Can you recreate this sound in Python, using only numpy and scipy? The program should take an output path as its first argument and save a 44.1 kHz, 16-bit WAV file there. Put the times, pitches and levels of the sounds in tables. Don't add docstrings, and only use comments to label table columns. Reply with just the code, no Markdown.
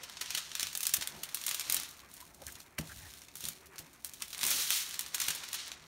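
import sys
import numpy as np
from scipy import signal
from scipy.fft import rfft, irfft, next_fast_len
from scipy.io import wavfile
from scipy.ndimage import uniform_filter1d, map_coordinates

SR = 44100
rng = np.random.default_rng(int(sys.argv[2]) if len(sys.argv) > 2 else 0)


def unload_wav(signal):
    wavfile.write(
        sys.argv[1],
        SR,
        np.round(np.clip(np.atleast_2d(signal).T, -1, 1) * 32767).astype(np.int16),
    )


N = 258850

# time_s, body_db
RUSTLE_LEVEL = [(0, -56), (.2, -53), (.38, -43), (.53, -53), (.63, -44), (.78, -52.5), (.95, -45.5),
                (1.1, -54.5), (1.33, -56.5), (1.52, -44), (1.63, -49), (1.74, -39.5), (1.92, -56),
                (2.07, -66.5), (2.17, -58.5), (2.34, -70), (2.5, -56), (2.76, -74.5), (2.87, -55),
                (3.15, -58), (3.33, -65.5), (3.44, -49), (3.51, -52.5), (3.55, -59.5), (3.7, -71),
                (3.8, -61.5), (3.98, -68.5), (4.24, -55.5), (4.34, -58), (4.52, -34.5), (4.69, -40.5),
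                (4.72, -33.5), (4.8, -38), (4.88, -46.5), (5.13, -54), (5.23, -40), (5.5, -50.5),
                (5.6, -41.5), (5.74, -57), (5.87, -61.5)]
# time_s, treble_over_body_db, canvas_drag_db
RUSTLE_COLOUR = [(0, -18, -57), (.5, -13, -63), (.9, -6, -77), (1.1, -7, -57), (1.45, -2, -62.5),
                 (1.76, -10.5, -53.5), (2.1, -1, -63.5), (2.35, 1, -66.5), (2.9, 0.5, -63.5),
                 (3.35, -2, -66), (3.75, -1, -62.5), (4.3, -1.5, -68.5), (4.48, 0, -47.5),
                 (4.75, -1.5, -62.5), (5.05, -9, -60), (5.3, -5.5, -55), (5.7, -27, -60.5),
                 (5.87, -10, -61)]
# start_s, peak_db, hardness (0 to 1)
PALM_THUMPS = [(0.341, -55, 0.5), (0.639, -66, 0.15), (0.977, -42.5, 0.2), (1.166, -56, 0.8),
               (1.685, -49, 0.3), (2.788, -30, 0.29), (3.436, -41.5, 0.55), (3.467, -46.5, 0.3),
               (3.793, -41, 0.65), (4.432, -42, 0.8), (5.278, -41, 0.7)]


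def amp(db):
    return 10 ** (np.asarray(db) / 20)


def unit(x):
    return x / np.sqrt(np.mean(x ** 2) + 1e-20)


def along(points, hz):
    knot_hz, values = np.transpose(points)
    return np.interp(np.log(hz + 1), np.log(knot_hz + 1), values)


def curves(rows):
    time_s, *columns = np.transpose(rows)
    return [np.interp(np.arange(N) / SR, time_s, column) for column in columns]


def wobble(knots_per_s):
    knots = rng.standard_normal(int(N * knots_per_s / SR) + 4)
    return map_coordinates(knots, [np.arange(N) * knots_per_s / SR])


def filtered(x, response):
    size = 2 * next_fast_len(N // 2 + SR // 4)
    return irfft(rfft(x, size) * response(np.fft.rfftfreq(size, 1 / SR)), size)[..., :N]


def minimum_phase(points, hz):
    cepstrum = irfft(np.log(amp(along(points, hz)) + 1e-6))
    half = len(cepstrum) // 2
    cepstrum[1:half] *= 2
    cepstrum[half + 1:] = 0
    gain = np.exp(rfft(cepstrum))
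    return gain / np.sqrt(np.mean(np.abs(gain) ** 2))


def film_bands(hz):
    # frequency_hz, level_db
    film_spectrum = [(410, -25.5), (700, -20), (1150, -13), (1900, -11), (3900, -5.5), (6100, -4),
                     (9000, -2.5), (12500, -4.5), (16000, -6)]
    crossover_hz = 6000
    lowpass = 1 / (1 + (hz / crossover_hz) ** 4)
    bands = minimum_phase(film_spectrum, hz) * [lowpass, 1 - lowpass]
    return bands / np.sqrt(np.mean(np.abs(bands) ** 2, axis=1, keepdims=True))


def shower(cracks_per_s, spread_db, life_s):
    arrivals = rng.random(N) < cracks_per_s / SR
    sizes = amp(spread_db * np.minimum(rng.exponential(size=N), 2.5))
    energy = signal.lfilter([1], [1, -np.exp(-1 / (life_s * SR))], (arrivals * sizes) ** 2)
    return np.sqrt(energy / cracks_per_s) * rng.standard_normal(N)


def film_rustle():
    body_db, = curves(RUSTLE_LEVEL)
    treble_db, _ = curves(RUSTLE_COLOUR)
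    clumps = amp(1.8 * wobble(45))
    cracks_per_s = np.clip(500 * amp(1.3 * (body_db + 52.5)), 150, 4000)
    crackle = unit(clumps * shower(cracks_per_s, spread_db=2.5, life_s=0.001))
    hiss = 0.89 * rng.standard_normal(N)
    body, treble = filtered(crackle + hiss, film_bands)
    body = filtered(body, lambda hz: (1j * hz / (1j * hz + 1200)) ** 2)
    return amp(body_db) * unit(body) + amp(body_db + treble_db) * unit(treble)


def canvas_drag():
    # frequency_hz, level_db
    canvas_spectrum = [(200, -15.5), (400, -8.5), (700, -7.5), (1100, -3), (1700, -4), (2500, -6),
                       (5000, -47)]
    _, drag_db = curves(RUSTLE_COLOUR)
    friction = amp(2.5 * wobble(40)) * rng.standard_normal(N)
    return amp(drag_db) * unit(filtered(friction, lambda hz: minimum_phase(canvas_spectrum, hz)))


def skin_rubs():
    # start_s, length_s, pitch_hz, width_hz, level_db
    rubs = [(0, 0.055, 517, 120, -62.5), (2.019, 0.044, 1100, 90, -60), (2.195, 0.068, 1020, 250, -59),
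            (4.211, .02, 1190, 300, -48.5), (0.357, 0.029, 1140, 200, -60), (2.407, 0.032, 620, 400, -52.5),
            (2.78, 0.009, 2060, 1510, -35.5), (2.467, 0.038, 1730, 900, -50),
            (2.882, 0.061, 1570, 650, -52.5), (2.955, 0.17, 1800, 500, -60), (3.006, 0.095, 790, 220, -63),
            (3.552, 0.23, 374, 40, -63)]
    out = np.zeros(N + SR)
    for start_s, length_s, pitch_hz, width_hz, level_db in rubs:
        n = round(length_s * SR)
        slips = amp(3.5 * wobble(200)[:n]) * rng.standard_normal(N)[:n]
        b, a = signal.iirpeak(pitch_hz, pitch_hz / width_hz, SR)
        rub = signal.lfilter(b, a, signal.lfilter(b, a, slips))
        out[round(start_s * SR):][:n] += amp(level_db) * np.sqrt(np.hanning(n)) * unit(rub)
    return out[:N]


def table_response(hz):
    # pitch_hz, width_hz, level_db
    modes = [(68, 24.3, -3), (160.4, 11, 0), (213.5, 21.5, -5.5), (279, 33, -5), (370, 48, -7),
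             (584, 64, -11.5), (690, 51, -9.5), (910, 116, -15)]
    return sum((-1) ** k * amp(db) * 1j * hz * width / (pitch ** 2 - hz ** 2 + 1j * hz * width)
               for k, (pitch, width, db) in enumerate(modes))


def table_shudder():
    # start_s, length_s, deep_db, board_db
    slides = [(.55, 0.26, -62, -85), (1.074, 0.19, -75, -56), (1.605, 0.29, -66, -61),
              (2.23, .42, -60.5, -63.5), (2.79, 0.37, -54.5, -73), (4.38, 0.26, -64, -58)]
    rest_deep_db, rest_board_db = -68, -67.5
    settle_db, settle_s = -14, 0.04
    power = np.outer(amp([rest_deep_db, rest_board_db]) ** 2, np.ones(N + SR))
    for start_s, length_s, deep_db, board_db in slides:
        n = round(length_s * SR)
        power[:, round(start_s * SR):][:, :n] += np.outer(amp([deep_db, board_db]) ** 2, np.hanning(n))
    settling = np.exp(-np.arange(SR // 2) / (settle_s * SR))
    for start_s, peak_db, _ in PALM_THUMPS:
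        power[1, round(start_s * SR):][:len(settling)] += (amp(peak_db + settle_db) * settling) ** 2
    deep_gain, board_gain = np.sqrt(power[:, :N])
    vibration = filtered(rng.standard_normal(N), table_response)
    deep = filtered(vibration, lambda hz: 1 / (1 + (hz / 115) ** 6))
    return deep_gain * unit(deep) + board_gain * unit(vibration - deep)


def ambient_noise():
    # frequency_hz, level_db
    air_spectrum = [(20, 17.5), (70, -10), (160, -2), (400, -14.5), (1000, -43), (2000, -22), (8000, -72),
                    (16000, -23)]
    return amp(-62.5) * unit(filtered(rng.standard_normal(N), lambda hz: amp(along(air_spectrum, hz))))


def lesser_snap_rows(count):
    position = rng.random(count)
    size, tone, life = rng.standard_normal((count, 3)).T
    start_s = position * (N - 1) / SR
    at_start = lambda rows: np.interp(start_s, *np.transpose(rows)[:2])
    peak_db = at_start(RUSTLE_LEVEL) + 2.5 + 6 * size
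    treble_db = at_start(RUSTLE_COLOUR) + 10 + 4 * tone
    life_ms = 1.8 * np.exp(0.35 * life)
    return np.c_[start_s, peak_db, treble_db, life_ms]


def crease_snaps():
    # start_s, peak_db, treble_over_body_db, life_ms
    loud_snaps = [(0.0323, -39.5, -5, 6.5), (0.169, -39.5, -23, 4.7), (0.21, -31, -5, 7.5),
                  (0.2593, -38, -12, 1.8), (0.3047, -39, -5, 5), (0.3483, -25, -3, 2.7),
                  (0.3737, -30, -4, 13), (0.5163, -36.5, -13, 1.2), (0.5522, -27.5, -2, 1.5),
                  (0.5966, -24.5, 0, 0.68), (0.6076, -30.5, -2, 1.7), (0.6294, -24, -2.5, 1.8),
                  (0.6694, -33.5, 0, 1.7), (0.7514, -27.5, 1.5, 2), (0.7743, -23.5, 15, 1),
                  (0.806, -30, 6, 1.5), (0.8139, -37, 10, 1.4), (0.8301, -26.5, 6, 3),
                  (0.8436, -38, 9, 0.6), (0.8534, -30.5, 1, 1.7), (0.868, -19, 10, 1.8),
                  (0.8925, -31.5, 5, 3.0), (0.9374, -18, 10.5, 3.5), (0.9668, -29.5, 5, 2.4),
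                  (1.0102, -33.5, -7, 2.5), (1.0217, -31.5, -10, 4.4), (1.0371, -37, 8, 0.47),
                  (1.0732, -26, 5, 1.5), (1.2332, -31.5, 4.5, 2.6), (1.2894, -41, -2, 3.3),
                  (1.3454, -24, 10, 2.35), (1.3715, -37, -1, 1.3), (1.4138, -36.5, 2, 2.3),
                  (1.4391, -29, 1, 0.4), (1.4648, -24.5, 9.5, 3.1), (1.4806, -28.5, -2, 2.3),
                  (1.4906, -28, 6, 1.4), (1.511, -27, -1, 1.8), (1.5443, -26.5, 5, 3.4),
                  (1.5961, -26, 7, 1.1), (1.6083, -33, -6, 3.6), (1.6982, -21.5, 6, 1.5),
                  (1.7228, -20.5, 11.5, 2.1), (1.745, -16, 16, 0.9), (1.7664, -26.5, 2, 1.74),
                  (1.7995, -27, 7, 0.69), (1.8338, -33, 2, 0.78), (1.888, -46, 8, 2.2),
                  (1.9107, -41, 16, 0.78), (2.1139, -48, 5, 2), (2.1393, -40.5, 18, 1.1),
                  (2.1667, -47, 7, 1.2), (2.203, -44, 4, 1.6), (2.213, -40.5, 6, 0.93),
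                  (2.2524, -49.5, 4, 1.1), (2.345, -50, 5, 1.8), (2.418, -47, 6, 2.4),
                  (2.4673, -32.5, 5.5, 0.9), (2.481, -39, 11, 1), (2.5214, -44, 12, 2.5),
                  (2.554, -44, -4, 2), (2.603, -41, -1, 0.97), (2.7833, -35.5, 21, 6.3),
                  (2.7878, -31, -29, 1.3), (2.811, -40, -4, 1.6), (3.1377, -43, -2, 0.9),
                  (3.2178, -42.5, -11, 1.2), (3.283, -48.5, -8, 3.6), (3.3551, -36.5, 4.5, 1.1),
                  (3.3693, -38, 12, 0.51), (3.44, -34.5, 2, 1.2), (3.4535, -27, 5, 0.47),
                  (3.4858, -29, 9, 1.8), (3.5625, -51, -15, 1.5), (3.6685, -48.5, 6, 1.9),
                  (3.758, -46.5, -7, 2.8), (3.7821, -36.5, -4, 1.2), (3.789, -37.5, 8, 2.1),
                  (3.9316, -52, -1, 0.95), (4.0465, -27.5, 10, 0.72), (4.0944, -42, 6, 1.1),
                  (4.1352, -40, 8, 4.5), (4.2054, -42, -3, 1.5), (4.2207, -30.5, -0.5, 2.6),
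                  (4.2805, -43, 12, 1.3), (4.3037, -42.5, 1, 1.9), (4.33, -36, -3, 2.7),
                  (4.3463, -37.5, -4, 2.3), (4.379, -38, 9, 1.3), (4.391, -32, 3, 1.3),
                  (4.41, -32.5, -2, 6.4), (4.4314, -23.5, -6, 1.63), (4.4388, -22.5, 7, 1.2),
                  (4.4505, -26.5, 5, 1.9), (4.4662, -20, 6.5, 0.73), (4.4748, -27, 8, 0.88),
                  (4.4838, -27, 2, 0.8), (4.505, -21, 21, 2.2), (4.5146, -21.5, 3.5, 0.57),
                  (4.7049, -18.5, 2, 0.58), (4.8917, -38, 5, 2.1), (4.9094, -36, -3, 0.7),
                  (4.9418, -34.5, -1, 1.3), (4.9923, -25.5, 5.5, 1.75), (5.0091, -30, 6, 1),
                  (5.0623, -37.5, -10, 1.5), (5.0824, -45, 8, 2), (5.1443, -25.5, 4, 5.1),
                  (5.1818, -30, -3, 0.3), (5.2001, -26.5, 1, 4.1), (5.2164, -26, -1, 2.7),
                  (5.2395, -32.5, -2, 2), (5.2655, -38, 9, 3.0), (5.2816, -23, 1.5, 4.2),
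                  (5.3039, -28, -3, 4.1), (5.3493, -33, 2, 2.8), (5.4342, -37, -9, 5.8),
                  (5.4877, -38.5, 16, 1.8), (5.516, -46, 10, 1.5), (5.53, -30.5, 7, 1.4),
                  (5.5404, -32.5, -1.5, 7.5), (5.6614, -46, 6, 1.5), (5.6792, -39, -1, 1.6),
                  (5.717, -34.5, -10, 0.91)]
    start_s, peak_db, treble_db, life_ms = np.r_[loud_snaps, lesser_snap_rows(count=70)].T
    t = np.arange(1536) / SR
    life_s = np.clip(life_ms, 0.3, 8)[:, None] / 1000
    noise = rng.standard_normal((len(start_s), 2, len(t)))
    spike_db = 3.9 * np.sqrt(5) * uniform_filter1d(noise[:, 1], size=5, axis=1)
    attack = 1 - np.exp(-t / (0.16 * life_s))
    decay = np.exp(-(t / (1.34 * life_s)) ** 1.08) + 0.092 * np.exp(-t / 0.044)
    runs = noise[:, 0] * amp(spike_db) * attack * decay
    runs /= np.sqrt(uniform_filter1d(runs ** 2, size=44, axis=1).max(1, keepdims=True))
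    samples = (np.round(start_s * SR).astype(int)[:, None] + np.arange(len(t))).ravel()
    place = lambda gain: np.bincount(samples, (runs * gain[:, None]).ravel(), N + len(t))[:N]
    body_gain = amp(peak_db) / np.sqrt(1 + amp(2 * treble_db))
    body, treble = filtered(np.array([place(body_gain), place(body_gain * amp(treble_db))]), film_bands)
    return body + treble


def palm_thumps():
    softest_contact_s, edge_db = 0.0067, 23.5
    out = np.zeros(N + SR)
    impulse_response = filtered(signal.unit_impulse(N), table_response)[:SR // 2]
    for start_s, peak_db, hardness in PALM_THUMPS:
        force = np.hanning(round(SR * softest_contact_s / (1 + 4 * hardness)) + 3)
        force[0] = amp(edge_db)
        thump = signal.fftconvolve(impulse_response, force)
        out[round(start_s * SR):][:len(thump)] += amp(peak_db) * thump / np.abs(thump).max()
    return out[:N]


def reverberation(x):
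    # frequency_hz, t60_s
    decay_times = [(150, 0.11), (1300, 0.37), (4000, 0.096), (9000, 0.06), (16000, 0.02)]
    hop, delay_samples = SR // 4, 130
    out = np.zeros(N + 2 * SR)
    for start in range(0, N, hop):
        hz, t, spectrum = signal.stft(rng.standard_normal(SR // 2), SR, nperseg=256)
        decay = amp(-60 * t / along(decay_times, hz)[:, None])
        _, tail = signal.istft(spectrum * decay, SR, nperseg=256)
        wet = signal.fftconvolve(x[start:start + hop], tail / np.linalg.norm(tail))
        out[start + delay_samples:][:len(wet)] += wet
    return out[:N]


def scene():
    transients = crease_snaps() + palm_thumps()
    sustained = table_shudder() + ambient_noise() + film_rustle() + canvas_drag() + skin_rubs()
    return (transients + sustained + amp(-11) * reverberation(transients))[None]


def record(dry):
    # centre_hz, half_width_hz, depth_db
    notches = [(4900, 300, 4), (7800, 400, 3.5), (10400, 350, 4)]
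    bass_hz, limit_hz = 38, 16900
    bass = lambda hz: (1j * hz / (1j * hz + bass_hz)) ** 3
    dips = lambda hz: amp(-sum(db * np.exp(-((hz - centre) / width) ** 2) for centre, width, db in notches))
    top = lambda hz: (hz < limit_hz) * amp(np.interp(hz, [15700, 15950, limit_hz], [0, -28, -50]))
    return filtered(dry, lambda hz: bass(hz) * dips(hz) * top(hz))


dry = scene()
out = record(dry)
unload_wav(out)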